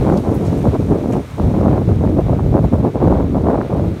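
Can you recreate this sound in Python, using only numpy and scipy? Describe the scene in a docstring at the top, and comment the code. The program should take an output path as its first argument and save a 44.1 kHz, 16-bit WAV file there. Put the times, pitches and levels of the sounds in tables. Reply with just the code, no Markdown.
"""Gusty wind rumbles and thumps on a small microphone, with soft surf on a rocky shore behind it.
Large eddies rumble on the microphone's port; in the gusts small, fast eddies hit it as sharp,
fluttering thumps, and now and then a hard one knocks. Further back the surf washes, foam fizzes
away and water slaps lightly on the rocks, while tiny drops tick close by."""
import sys
import numpy as np
from scipy import signal
from scipy.fft import rfft, irfft
from scipy.io import wavfile
from scipy.ndimage import uniform_filter1d, minimum_filter1d

SR = 44100
rng = np.random.default_rng(int(sys.argv[2]) if len(sys.argv) > 2 else 0)


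def put_to_file(sound):
    """Save the sound as 16-bit audio at rate SR, in the file named by the first command-line argument."""
    columns = np.atleast_2d(sound).T  # one column per channel
    safe = np.clip(columns, -1, 1)
    whole_steps = np.round(safe * 32767)
    wavfile.write(sys.argv[1], SR, whole_steps.astype(np.int16))


N = 176400

# wind at the port (time [s], rumble level [dB], buffet level [dB], flutter level before its boost [dB])
GUSTS = [(0.0, -14.5, -20, -32), (0.1, -18, -14, -18.5), (0.18, -20.5, -14, -27), (0.23, -24, -25, -38),
         (0.24, -25, -26, -28.5), (0.3, -16, -14, -25.5), (0.38, -20, -19.5, -33.5),
         (0.42, -29, -16.5, -30.5), (0.49, -14, -26, -32), (0.53, -21.5, -16.5, -28.5),
         (0.62, -19, -22, -35.5), (0.67, -19.5, -11, -22.5), (0.7, -17, -28.5, -32.5),
         (0.76, -20, -14, -22.5), (0.77, -28, -22, -43), (0.81, -12.5, -20.5, -31.5),
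         (0.86, -22, -23, -40.5), (0.92, -15, -12, -22.5), (1.0, -26, -22.5, -32.5),
         (1.17, -23, -14.5, -26.5), (1.21, -25.5, -25.5, -37), (1.27, -34.5, -45, -42.5),
         (1.35, -25.5, -44, -45), (1.39, -25.5, -18.5, -28.5), (1.45, -9.5, -20, -30),
         (1.51, -18.5, -17.5, -30), (1.68, -15, -15.5, -23), (1.82, -16, -18.5, -28), (1.86, -20, -24, -50),
         (1.89, -9, -13, -28), (1.97, -15.5, -23.5, -39), (2.04, -15, -16, -25), (2.15, -18, -16.5, -38.5),
         (2.19, -18, -12, -22.5), (2.24, -16, -28.5, -33.5), (2.33, -12.5, -15, -23.5),
         (2.35, -18.5, -19, -33), (2.52, -11.5, -22, -33.5), (2.56, -18, -8, -16.5),
         (2.61, -15, -20.5, -32), (2.65, -8.5, -21.5, -26.5), (2.71, -28, -25, -46), (2.74, -13, -10, -22),
         (2.77, -14, -23.5, -32.5), (2.88, -21, -12, -25), (2.92, -34, -34, -40), (2.96, -20, -15, -24),
         (2.99, -23, -35, -30.5), (3.03, -12.5, -12.5, -20.5), (3.21, -16, -16.5, -26),
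         (3.32, -20.5, -20.5, -44), (3.35, -17, -14, -22.5), (3.41, -19, -18.5, -32.5),
         (3.48, -19, -14, -21.5), (3.55, -24, -17.5, -21.5), (3.61, -22, -18.5, -27.5),
         (3.68, -31, -28, -33.5), (3.73, -19.5, -17.5, -25), (3.88, -14.5, -21.5, -32.5),
         (4.0, -33.5, -29.5, -45)]


def undb(db):
    """Decibels to gain."""
    return 10 ** (np.asarray(db) / 20)


def unit(x):
    """Scale to rms 1."""
    return x / np.sqrt(np.mean(x ** 2))


def curve(table, column):
    """One column of a time table as an automation curve, at every sample."""
    rows = np.array(table)
    return np.interp(np.arange(N) / SR, rows[:, 0], rows[:, column])


def colour(x, points, size=8192):
    """Minimum-phase EQ through (frequency [Hz], level [dB]) points; output at rms 1."""
    hz, db = np.array(points, float).T
    bin_hz = np.arange(size // 2 + 1) * SR / size + 1
    gain = undb(np.interp(np.log(bin_hz), np.log(hz), db))
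    cepstrum = irfft(np.log(gain))
    cepstrum[1:size // 2] *= 2  # folded forward, so nothing rings ahead of a hit
    cepstrum[size // 2 + 1:] = 0
    response = irfft(np.exp(rfft(cepstrum)))
    return unit(irfft(rfft(x) * rfft(response, N), N))


def drift(hz):
    """Smooth random movement, mostly slower than hz, at rms 1."""
    bin_hz = np.arange(N // 2 + 1) * SR / N
    return unit(irfft(rfft(rng.standard_normal(N)) / (1 + (bin_hz / hz) ** 2), N))


def impulses(per_s, scatter_db):
    """Random pushes and pulls of scattered strength."""
    hits = rng.random(N) < per_s / SR
    return hits * rng.choice([-1, 1], N) * undb(scatter_db * rng.standard_normal(N))


def steady(x, window_s=0.052):
    """Hold the mean power of a turbulent flow near 1, keeping its quick flutter."""
    span = int(window_s * SR)
    power = uniform_filter1d(uniform_filter1d(x ** 2, span), span // 2)
    return x / np.sqrt(np.abs(power) + 1e-6)


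def surf(wash_boost_db=6, foam_boost_db=0.5, swell_db=1.16, fizz_db=-5.5):
    """A smooth distant wash, and nearer foam that hisses with tiny bursting bubbles."""
    # ebb of the surf, before the boosts (time [s], wash level [dB], foam level [dB])
    levels = [ [(0.0, -42, -50), (0.29, -47.5, -50.5), (0.57, -45.5, -49), (0.91, -47, -52.5),
              (1.4, -46.5, -51.5), (1.64, -48, -54.5), (3.54, -50, -57.5), (4.0, -46.5, -54.5)], ][0]
    # tone of the wash and of the foam (frequency [Hz], relative level [dB])
    wash_eq = [(150, 0), (500, 3.5), (1200, 4), (1800, -2.5), (2250, -2), (2900, -8), (3900, -8),
               (4900, -15.5), (8000, -30)]
    foam_eq = [(2500, -1), (4800, -5), (5600, 1), (6900, -0.5), (7700, -4), (8700, -1), (9800, -4),
               (10400, -11.5), (11200, -5), (13000, -9.5), (15700, -16)]
    wash = colour(rng.standard_normal(N), wash_eq)
    wash *= undb(curve(levels, column=1) + wash_boost_db + swell_db * drift(hz=4.9))
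    hiss = rng.standard_normal(N)
    fizz = undb(fizz_db) * unit(impulses(per_s=550, scatter_db=4.5))
    foam = colour(hiss + fizz, foam_eq) * undb(curve(levels, column=2) + foam_boost_db)
    return wash + foam


def slaps(attack_s=0.0012, half_width_octaves=0.39, grain_depth=0.35):
    """Water slaps on rock: each splash is a quick, grainy burst of spray that dies away."""
    # small splashes (time [s], level [dB], centre [Hz], decay [s])
    splashes = [(0.171, -31.5, 4670, .007), (.172, -48, 9000, .02), (.342, -45.5, 11000, 0.027),
                (.448, -45, 6000, .04), (.574, -46, 8000, .015), (.794, -47, 11500, 0.0035),
                (.982, -40, 4500, .006), (1.122, -35, 2130, 0.022), (1.123, -40.5, 7100, 0.013),
                (1.308, -42, 8000, 0.0041)]
    out = np.zeros(N)
    bin_hz = np.arange(N // 2 + 1) * SR / N + 1
    for start, db, hz, decay in splashes:
        age = np.maximum(np.arange(N) / SR - start, 0)
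        band = 1 / np.sqrt(1 + (np.log2(bin_hz / hz) / half_width_octaves) ** 4)
        spray = unit(irfft(rfft(rng.standard_normal(N)) * band, N))
        grain = unit(np.exp(grain_depth * drift(hz=200)))
        envelope = (1 - np.exp(-age / attack_s)) * np.exp(-age / decay)
        out += undb(db) * spray * grain * envelope
    return out


def drops(count=140, low_hz=3500, high_hz=13000, decay_s=0.0005, faintest_db=-51.5, scatter_db=2.6):
    """Tiny drops and bubbles close by, each a faint high tick."""
    out = np.zeros(N)
    age = np.arange(1024) / SR
    for when, pitch, faintness in rng.random((count, 3)):
        start = int(when * (N - len(age)))
        hz = low_hz + pitch * (high_hz - low_hz)
        db = faintest_db - scatter_db * np.log(faintness + 0.017)  # a few stand out
        ping = np.sin(2 * np.pi * hz * age) * np.exp(-age / decay_s)
        out[start:start + len(age)] += undb(db) * ping
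    return out


def rumble(eddies_per_s=500, scatter_db=2):
    """Large, slow eddies overlap into a deep rumble; middling ones buffet above it."""
    # tone of the large and of the middling eddies (frequency [Hz], relative level [dB])
    deep_eq = [(22, -51), (40, -12.5), (62, -0.5), (100, 0), (150, -3.5), (220, -14), (400, -32),
               (1200, -71.5)]
    buffet_eq = [(40, -29), (110, -6.5), (190, -0.5), (290, -1.5), (420, -7.5), (650, -20.5), (1200, -38.5),
                 (2500, -67)]
    deep = steady(colour(impulses(eddies_per_s, scatter_db), deep_eq))
    buffet = steady(colour(impulses(eddies_per_s, scatter_db), buffet_eq))
    return deep * undb(curve(GUSTS, column=1)) + buffet * undb(curve(GUSTS, column=2))


def flutter(typical_width_s=0.00018, log_scatter=0.65, shorten_per_db=0.18, boost_db=4.5):
    """Each small eddy is one short push; faster air carries it past sooner, so it sounds brighter."""
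    # tone of the small eddies (frequency [Hz], relative level [dB])
    flutter_eq = [(40, -33.5), (130, -5), (300, -3), (560, 2), (800, -4), (1100, -11), (1500, -22),
                  (2100, -34), (4000, -54)]
    gust_db = curve(GUSTS, column=3)
    hits = impulses(per_s=520, scatter_db=4)
    shortening = shorten_per_db * (gust_db - gust_db.mean())
    width_s = typical_width_s * np.exp(log_scatter * rng.standard_normal(N) - shortening)
    centres = np.flatnonzero(hits)[:, None]
    lag = np.arange(-128, 129)
    pushes = np.exp(-0.5 * (lag / SR / width_s[centres]) ** 2)
    pushes *= hits[centres] / pushes.sum(axis=1, keepdims=True)  # a shorter push peaks higher
    pressure = np.bincount(((centres + lag) % N).ravel(), pushes.ravel(), N)
    return steady(colour(pressure, flutter_eq)) * undb(gust_db + boost_db)


def knocks():
    """A hard eddy is one lone swing of pressure: a push between two shallow pulls."""
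    # hard eddies that knock on the port (time [s], peak level [dB], centre [Hz])
    hard_eddies = [(.478, -5.5, 109), (.6555, -9.5, 740), (0.6698, -7.5, 400), (0.6878, -3.5, 100),
                   (.7515, -8, 645), (0.8011, -5.5, 332), (1.399, -8, 696), (1.6615, -5, 646),
                   (1.672, 0.5, 176), (2.194, 1, 393), (2.395, -10, 685), (2.727, -10.5, 585),
                   (2.8505, -5, 600), (3.126, -5, 587), (3.487, -1.5, 520), (3.6147, -9.5, 990)]
    out = np.zeros(N)
    for when, db, hz in hard_eddies:
        phase = np.pi * hz * (np.arange(N) / SR - when)
        out += undb(db) * (1 - 2 * phase ** 2) * np.exp(-phase ** 2)
    return out


def scene():
    """Wind on the port over the sea, in mono."""
    wind = rumble() + flutter() + knocks()
    sea = surf() + slaps() + drops()
    return (wind + sea)[None]


def record(dry, ceiling=1, limiter_s=0.0086, top_hz=15700):
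    """A quick limiter ducks the highest peaks; a steep low-pass cuts the top."""
    span = int(limiter_s * SR)
    needed_gain = np.minimum(1, ceiling / (np.abs(dry) + 1e-9))
    held_gain = minimum_filter1d(needed_gain, 2 * span)
    smooth_gain = uniform_filter1d(uniform_filter1d(held_gain, span), span)
    lowpass = signal.ellip(10, 0.1, 80, top_hz, fs=SR, output="sos")
    return signal.sosfilt(lowpass, dry * smooth_gain)


dry = scene()
out = record(dry)
put_to_file(out)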